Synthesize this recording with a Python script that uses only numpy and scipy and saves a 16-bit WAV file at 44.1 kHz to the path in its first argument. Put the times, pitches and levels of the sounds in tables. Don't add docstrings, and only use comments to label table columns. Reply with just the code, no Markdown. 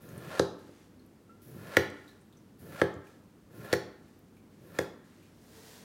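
import sys
import numpy as np
from scipy import signal
from scipy.fft import rfft, irfft
from scipy.io import wavfile

SR = 44100
rng = np.random.default_rng(int(sys.argv[2]) if len(sys.argv) > 2 else 0)


def persist_wave(psi):
    counts = np.round(np.clip(psi, -1, 1) * 32767).astype(np.int16)
    wavfile.write(sys.argv[1], SR, np.atleast_2d(counts).T)


N = 257525
T = np.arange(N) / SR
RING = T[:int(0.8 * SR)]


def undb(db):
    return 10 ** (np.asarray(db) / 20)


def unit(x):
    return x / np.sqrt(np.mean(x ** 2))


def add(out, s, x):
    i = max(int(s * SR), 0)
    out[i:i + len(x)] += x[:N - i]


def fade(t60):
    return np.exp(-np.log(1000) * RING / t60)


def gate(start, end, attack, release):
    rise = np.clip((T - start) / attack, 0, 1)
    return rise * np.exp(-np.maximum(T - end, 0) / release)


def colour(x, points, peaks=()):
    spectrum = rfft(x)
    hz = np.maximum(np.arange(len(spectrum)) * SR / len(x), 1)
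    at, db = np.transpose(points)
    gain_db = np.interp(np.log(hz), np.log(at), db)
    for centre, width, peak_db in peaks:
        gain_db = gain_db + peak_db / (1 + (2 * (hz - centre) / width) ** 2)
    return unit(irfft(spectrum * undb(gain_db), len(x)))


def walk(rate):
    steps = rng.standard_normal(4096)
    return np.interp(T * rate, np.arange(len(steps)), steps)


def grains(rate, spread_db):
    sign = np.sign(rng.standard_normal(N))
    size_db = spread_db * np.minimum(rng.exponential(size=N), 4)
    return (rng.random(N) < rate / SR) * sign * undb(size_db)


# (blade enters [s], blade is down [s], shudder of the pressed block [dB],
#   rub at full depth before its trim [dB], growth of the rub over the cut [dB],
#   hiss at the edge before its trim [dB], time for the edge to bite [s])
CUTS = [(0.0, 0.383, -46, -42, 25, -65, 0.023), (1.415, 1.78, -48, -41, 36.5, -64.5, 0.0035),
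        (2.582, 2.801, -47, -44, 29, -63.5, 0.015), (3.499, 3.724, -46.5, -45, 24.5, -64.5, 0.072),
        (4.57, 4.809, -52.5, -46, 39, -65, 0.2)]
# (frequency [Hz], relative level [dB])
SHUDDER_COLOUR = [(45, -42.5), (90, -3.5), (160, 1.5), (220, -7), (270, -8.5), (350, -7.5), (520, -12.5),
                  (750, -28.5), (2000, -53)]
# (frequency [Hz], relative level [dB])
RUB_COLOUR = [(200, -19.5), (400, -5.5), (550, 4), (820, -8), (1300, -9), (1900, -10.5), (2900, -15.5),
              (4100, -17), (6000, -23), (10000, -26.5), (16000, -41)]
# (frequency [Hz], width [Hz], boost [dB])
RUB_PEAKS = [(1060, 18, 13.5), (1383, 110, 11.5), (1731, 150, 10), (2485, 120, 5)]
# (frequency [Hz], relative level [dB])
HISS_COLOUR = [(1000, -7), (3000, -8), (6200, -6.5), (7800, -10), (9200, -5.5), (10300, -1), (11700, -3),
               (13300, -2.5), (15800, -2.5)]
# (frequency [Hz], width [Hz], boost [dB])
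EDGE_PEAKS = [(10690, 400, 1.5), (12230, 510, 8)]
DEPTH_CURVE = 1.023
SHUDDER_ARCH = 0.98


def slicing(rub_trim_db=1.5, hiss_trim_db=2.5, rub_attack=0.0088, rub_release=0.035,
            hiss_hold=0.022, hiss_release=0.03):
    press, flanks, edge = np.zeros((3, N))
    for start, end, press_db, flank_db, growth_db, edge_db, bite in CUTS:
        depth = np.clip((T - start) / (end - start), 0, 1)
        press += undb(press_db) * (4 * depth * (1 - depth)) ** SHUDDER_ARCH
        rub_level_db = flank_db - growth_db * (1 - depth) ** DEPTH_CURVE
        flanks += undb(rub_level_db) * gate(start, end, rub_attack, rub_release)
        edge += undb(edge_db) * gate(start, end + hiss_hold, bite, hiss_release)
    slips = undb(0.8 * walk(60))
    shudder = colour(grains(1500, 0.99), SHUDDER_COLOUR) * press
    rub = undb(rub_trim_db) * colour(grains(9000, 4.2), RUB_COLOUR, RUB_PEAKS) * flanks
    hiss = undb(hiss_trim_db) * colour(grains(11000, 3.0), HISS_COLOUR, EDGE_PEAKS) * edge
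    return shudder + slips * (rub + hiss)


# (time [s], table thump [dB], blade knock [dB], crushed grit [dB], knock pitch factor,
#   knock tilt [dB per octave], grit tilt [dB per octave], ring of the edge [dB])
TAPS = [(0.3946, -24, -24, -23.5, 0.97, -18, 3, -14), (1.7683, -24.5, -10.5, -17.5, 1.05, 1, -2.5, 15),
        (2.8154, -24, -17.5, -27, 0.99, -3, -1, -4), (3.7279, -27, -23.5, -21, 1.08, -11, -1, 9),
        (3.7361, -37.5, -23.5, -27, 1.05, -2.5, 0.5, 5), (4.7874, -30, -23.5, -28, 1.02, 8, 2.5, 2)]
# (frequency [Hz], relative level [dB])
GRIT_COLOUR = [(500, -12.5), (1400, 1), (2000, 0.5), (2800, -7.5), (3400, -1), (4500, -1), (6800, -6.5),
               (7600, -9.5), (9000, -8.5), (12000, -16.5), (15500, -23)]
# (frequency [Hz], relative level [dB], decay t60 [s])
KNOCK_MODES = [(1072, -26, 0.024), (1364, -4, 0.035), (1671, 3.5, .022), (1734, -14.5, .16),
               (1821, 1.5, 0.021), (2072, -10.5, .04), (2405, -20, 0.028), (3370, -13, 0.021),
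               (4390, -26, 0.014), (5530, -24.5, 0.018), (6704, -29, 0.0044)]
EDGE_HZ, EDGE_WIDTH_HZ = 14100, 3500


def taps(knock_lag=0.0007, thump_lag=0.00342, crush_t60=0.019, settle_db=-27, settle_t60=0.15,
         push=0.0004, contact=0.011, damped_db=-8):
    out = np.zeros(N)
    rise = 1 - np.exp(-RING / push)
    swing = rise * undb(damped_db * np.clip(2 * (RING / contact - 1), 0, 1))
    crush = np.sqrt(rise) * (fade(crush_t60) + undb(settle_db) * fade(settle_t60))
    for s, thump_db, knock_db, grit_db, pitch, knock_tilt_db, grit_tilt_db, edge_db in TAPS:
        spectrum = [(hz, db + grit_tilt_db * np.log2(hz)) for hz, db in GRIT_COLOUR]
        edge_ring = [(EDGE_HZ, EDGE_WIDTH_HZ, edge_db)]
        grit = colour(rng.standard_normal(len(RING)), spectrum, edge_ring)
        knock = np.zeros(len(RING))
        for hz, db, t60 in KNOCK_MODES:
            mode_db = db + knock_tilt_db * np.log2(hz / 1700)
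            knock += undb(mode_db) * fade(t60) * np.sin(2 * np.pi * hz * pitch * RING)
        add(out, s, undb(grit_db) * grit * crush)
        add(out, s + knock_lag, undb(knock_db) * knock * swing)
        add(out, s + thump_lag, undb(thump_db) * table(0.0011, scatter_db=0.98))
    return out


# (frequency [Hz], relative level [dB], decay t60 [s])
TABLE_MODES = [(92.2, -16.5, 0.47), (98, -13.5, 0.22), (127.5, -10.5, 0.26), (171.8, -7.5, .22),
               (217.5, -5, .11), (295.7, -9.5, 0.23), (320, -4.5, 0.17), (341.9, -2, 0.26),
               (398.3, 4, 0.13), (458, 0, 0.12), (487, 7.5, 0.059), (494, -9, 0.26), (527.3, -6, .26),
               (576, -9, 0.069), (707, -14.5, 0.27), (841, -10.5, .24), (920, -23.5, .25),
               (940.3, -11, 0.18), (1049, -12, 0.27)]


def table(length, scatter_db=3.9):
    ring = np.zeros(len(RING))
    for (hz, db, t60), chance in zip(TABLE_MODES, rng.standard_normal(len(TABLE_MODES))):
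        ring += undb(db + scatter_db * chance) * fade(t60) * np.cos(2 * np.pi * hz * RING)
    force = np.sin(np.pi * np.minimum(RING[:int(length * SR) + 2] / length, 1)) ** 2
    blow = signal.fftconvolve(ring, force / force.sum())
    low_cut = signal.butter(3, 80, "high", fs=SR, output="sos")
    return signal.sosfilt(low_cut, blow)


# (frequency [Hz], relative level [dB])
PUSH_COLOUR = [(240, -41), (400, -14), (438, 3.5), (496, -8), (1150, -15), (1880, -11), (2360, -17),
               (5000, -15), (15500, -23)]
PUSH_PEAK_S, PUSH_DB = 5.725, -55
PUSH_RISE_S, PUSH_FALL_S = 0.26, 0.17


def pushing(spread_db=2.5):
    width = np.where(T < PUSH_PEAK_S, PUSH_RISE_S, PUSH_FALL_S)
    speed = np.exp(-((T - PUSH_PEAK_S) / width) ** 2)
    return undb(PUSH_DB) * colour(grains(9000, spread_db), [(150, -22), *PUSH_COLOUR]) * speed


# (start [s], length [s], level [dB])
BRUSHES = [(0.575, .26, -68), (1.93, .18, -68.5), (3.036, 0.087, -69), (4.018, 0.12, -74),
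           (4.505, 0.15, -74), (5.038, 0.25, -69.5)]
# (frequency [Hz], relative level [dB])
SWISH_COLOUR = [(150, -24), (450, 0.5), (900, -2), (1800, 4), (2600, 0), (4500, -2.5), (7000, -4.5),
                (12000, -11.5), (16000, -16)]


def brushing(attack=0.01, release=0.071):
    motion = sum(undb(db) * gate(s, s + length, attack, release) for s, length, db in BRUSHES)
    return colour(grains(9000, 2.6), SWISH_COLOUR) * motion


# (time [s], level [dB], frequency [Hz], decay t60 [s])
TICKS = [(0.089, -57.5, 6450, 0.027), (0.178, -52, 9500, 0.034), (0.592, -66.5, 11000, 0.05),
         (0.995, -66.5, 4280, 0.062), (1.062, -62, 11600, .02), (1.902, -47, 7850, 0.007),
         (2.079, -59, 3950, 0.18), (2.212, -66.5, 8750, 0.071), (2.326, -62.5, 3580, 0.079),
         (2.37, -65, 6100, 0.091), (2.94, -54.5, 7000, 0.016), (3.069, -60, 2400, 0.11),
         (4.082, -63.5, 2500, 0.051), (4.191, -61, 13300, 0.026), (4.368, -65.5, 2350, 0.11),
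         (5.227, -63.5, 2500, 0.13)]
# (time [s], level [dB], push length [s])
BUMPS = [(0.692, -58.5, 0.0016), (1.778, -22.5, 0.0072), (2.605, -29, 0.013), (2.960, -30.5, 0.0079)]


def handling(tick_width=0.27, tick_peak_db=23):
    out = np.zeros(N)
    for s, db, hz, t60 in TICKS:
        resonance = [(hz, tick_width * hz, tick_peak_db)]
        noise = rng.standard_normal(len(RING))
        tick = colour(noise, [(300, -26), (2000, -7), (16000, -3)], resonance)
        add(out, s, undb(db) * tick * fade(t60))
    for s, db, length in BUMPS:
        add(out, s, undb(db) * table(length))
    return out


SQUEAK_S, SQUEAK_HZ, SQUEAK_DB = 1.293, 1374, -53.5
SQUEAK_FLAT_HZ, SQUEAK_GLIDE_S, SQUEAK_DECAY_S = 55, 0.022, 0.04


def squeak(octave_db=-23, attack=0.003):
    hz = SQUEAK_HZ - SQUEAK_FLAT_HZ * np.exp(-np.maximum(T - SQUEAK_S, 0) / SQUEAK_GLIDE_S)
    phase = 2 * np.pi * np.cumsum(hz) / SR
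    shape = gate(SQUEAK_S, SQUEAK_S + attack, attack, SQUEAK_DECAY_S)
    return undb(SQUEAK_DB) * shape * (np.sin(phase) + undb(octave_db) * np.sin(2 * phase))


# (frequency [Hz], reverberant level [dB], decay t60 [s])
ROOM_BANDS = [(80, -16, 0.43), (255, -7.5, 0.8), (500, -10, 0.5), (983, -6, 0.7), (1836, -12.5, 0.61),
              (3930, -7, 0.48), (8090, -12, 0.33), (15000, -8.5, .27)]


def room(x, gap=0.0064, build=0.0037):
    hz, db, t60 = np.transpose(ROOM_BANDS)
    noise = rfft(rng.standard_normal(len(RING)))
    bin_hz = np.maximum(np.arange(len(noise)) * SR / len(RING), 1)
    place = np.interp(np.log(bin_hz), np.log(hz), np.arange(len(hz)))
    tail = np.zeros(len(RING))
    for k in range(len(hz)):
        shape = fade(t60[k]) * np.clip((RING - gap) / build, 0, 1)
        band = irfft(noise * np.maximum(1 - abs(place - k), 0), len(RING))
        tail += undb(db[k]) * band * shape / np.sqrt(np.sum(shape ** 2))
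    return signal.fftconvolve(x, tail)[:N]


# (frequency [Hz], relative level [dB])
AIR_COLOUR = [(25, -23.5), (45, -7.5), (62, -3.5), (78, -7.5), (110, -4), (220, 2), (400, -6), (650, -16),
              (1600, -22.5), (2500, -28.5), (5000, -32), (16000, -37)]
AIR_DB = -57.5
HUM_HZ, HUM_DB = 98, -65


def air():
    murmur = undb(AIR_DB) * colour(rng.standard_normal(N), AIR_COLOUR)
    return murmur + undb(HUM_DB) * np.sin(2 * np.pi * HUM_HZ * T)


def scene():
    direct = slicing() + taps() + pushing() + brushing() + handling() + squeak()
    return (direct + room(direct) + air())[None]


def record(dry):
    low_cut = signal.butter(2, 45, "high", fs=SR, output="sos")
    top_cut = signal.ellip(10, 0.2, 70, 15900, fs=SR, output="sos")
    return signal.sosfilt(top_cut, signal.sosfilt(low_cut, dry))


dry = scene()
out = record(dry)
persist_wave(out)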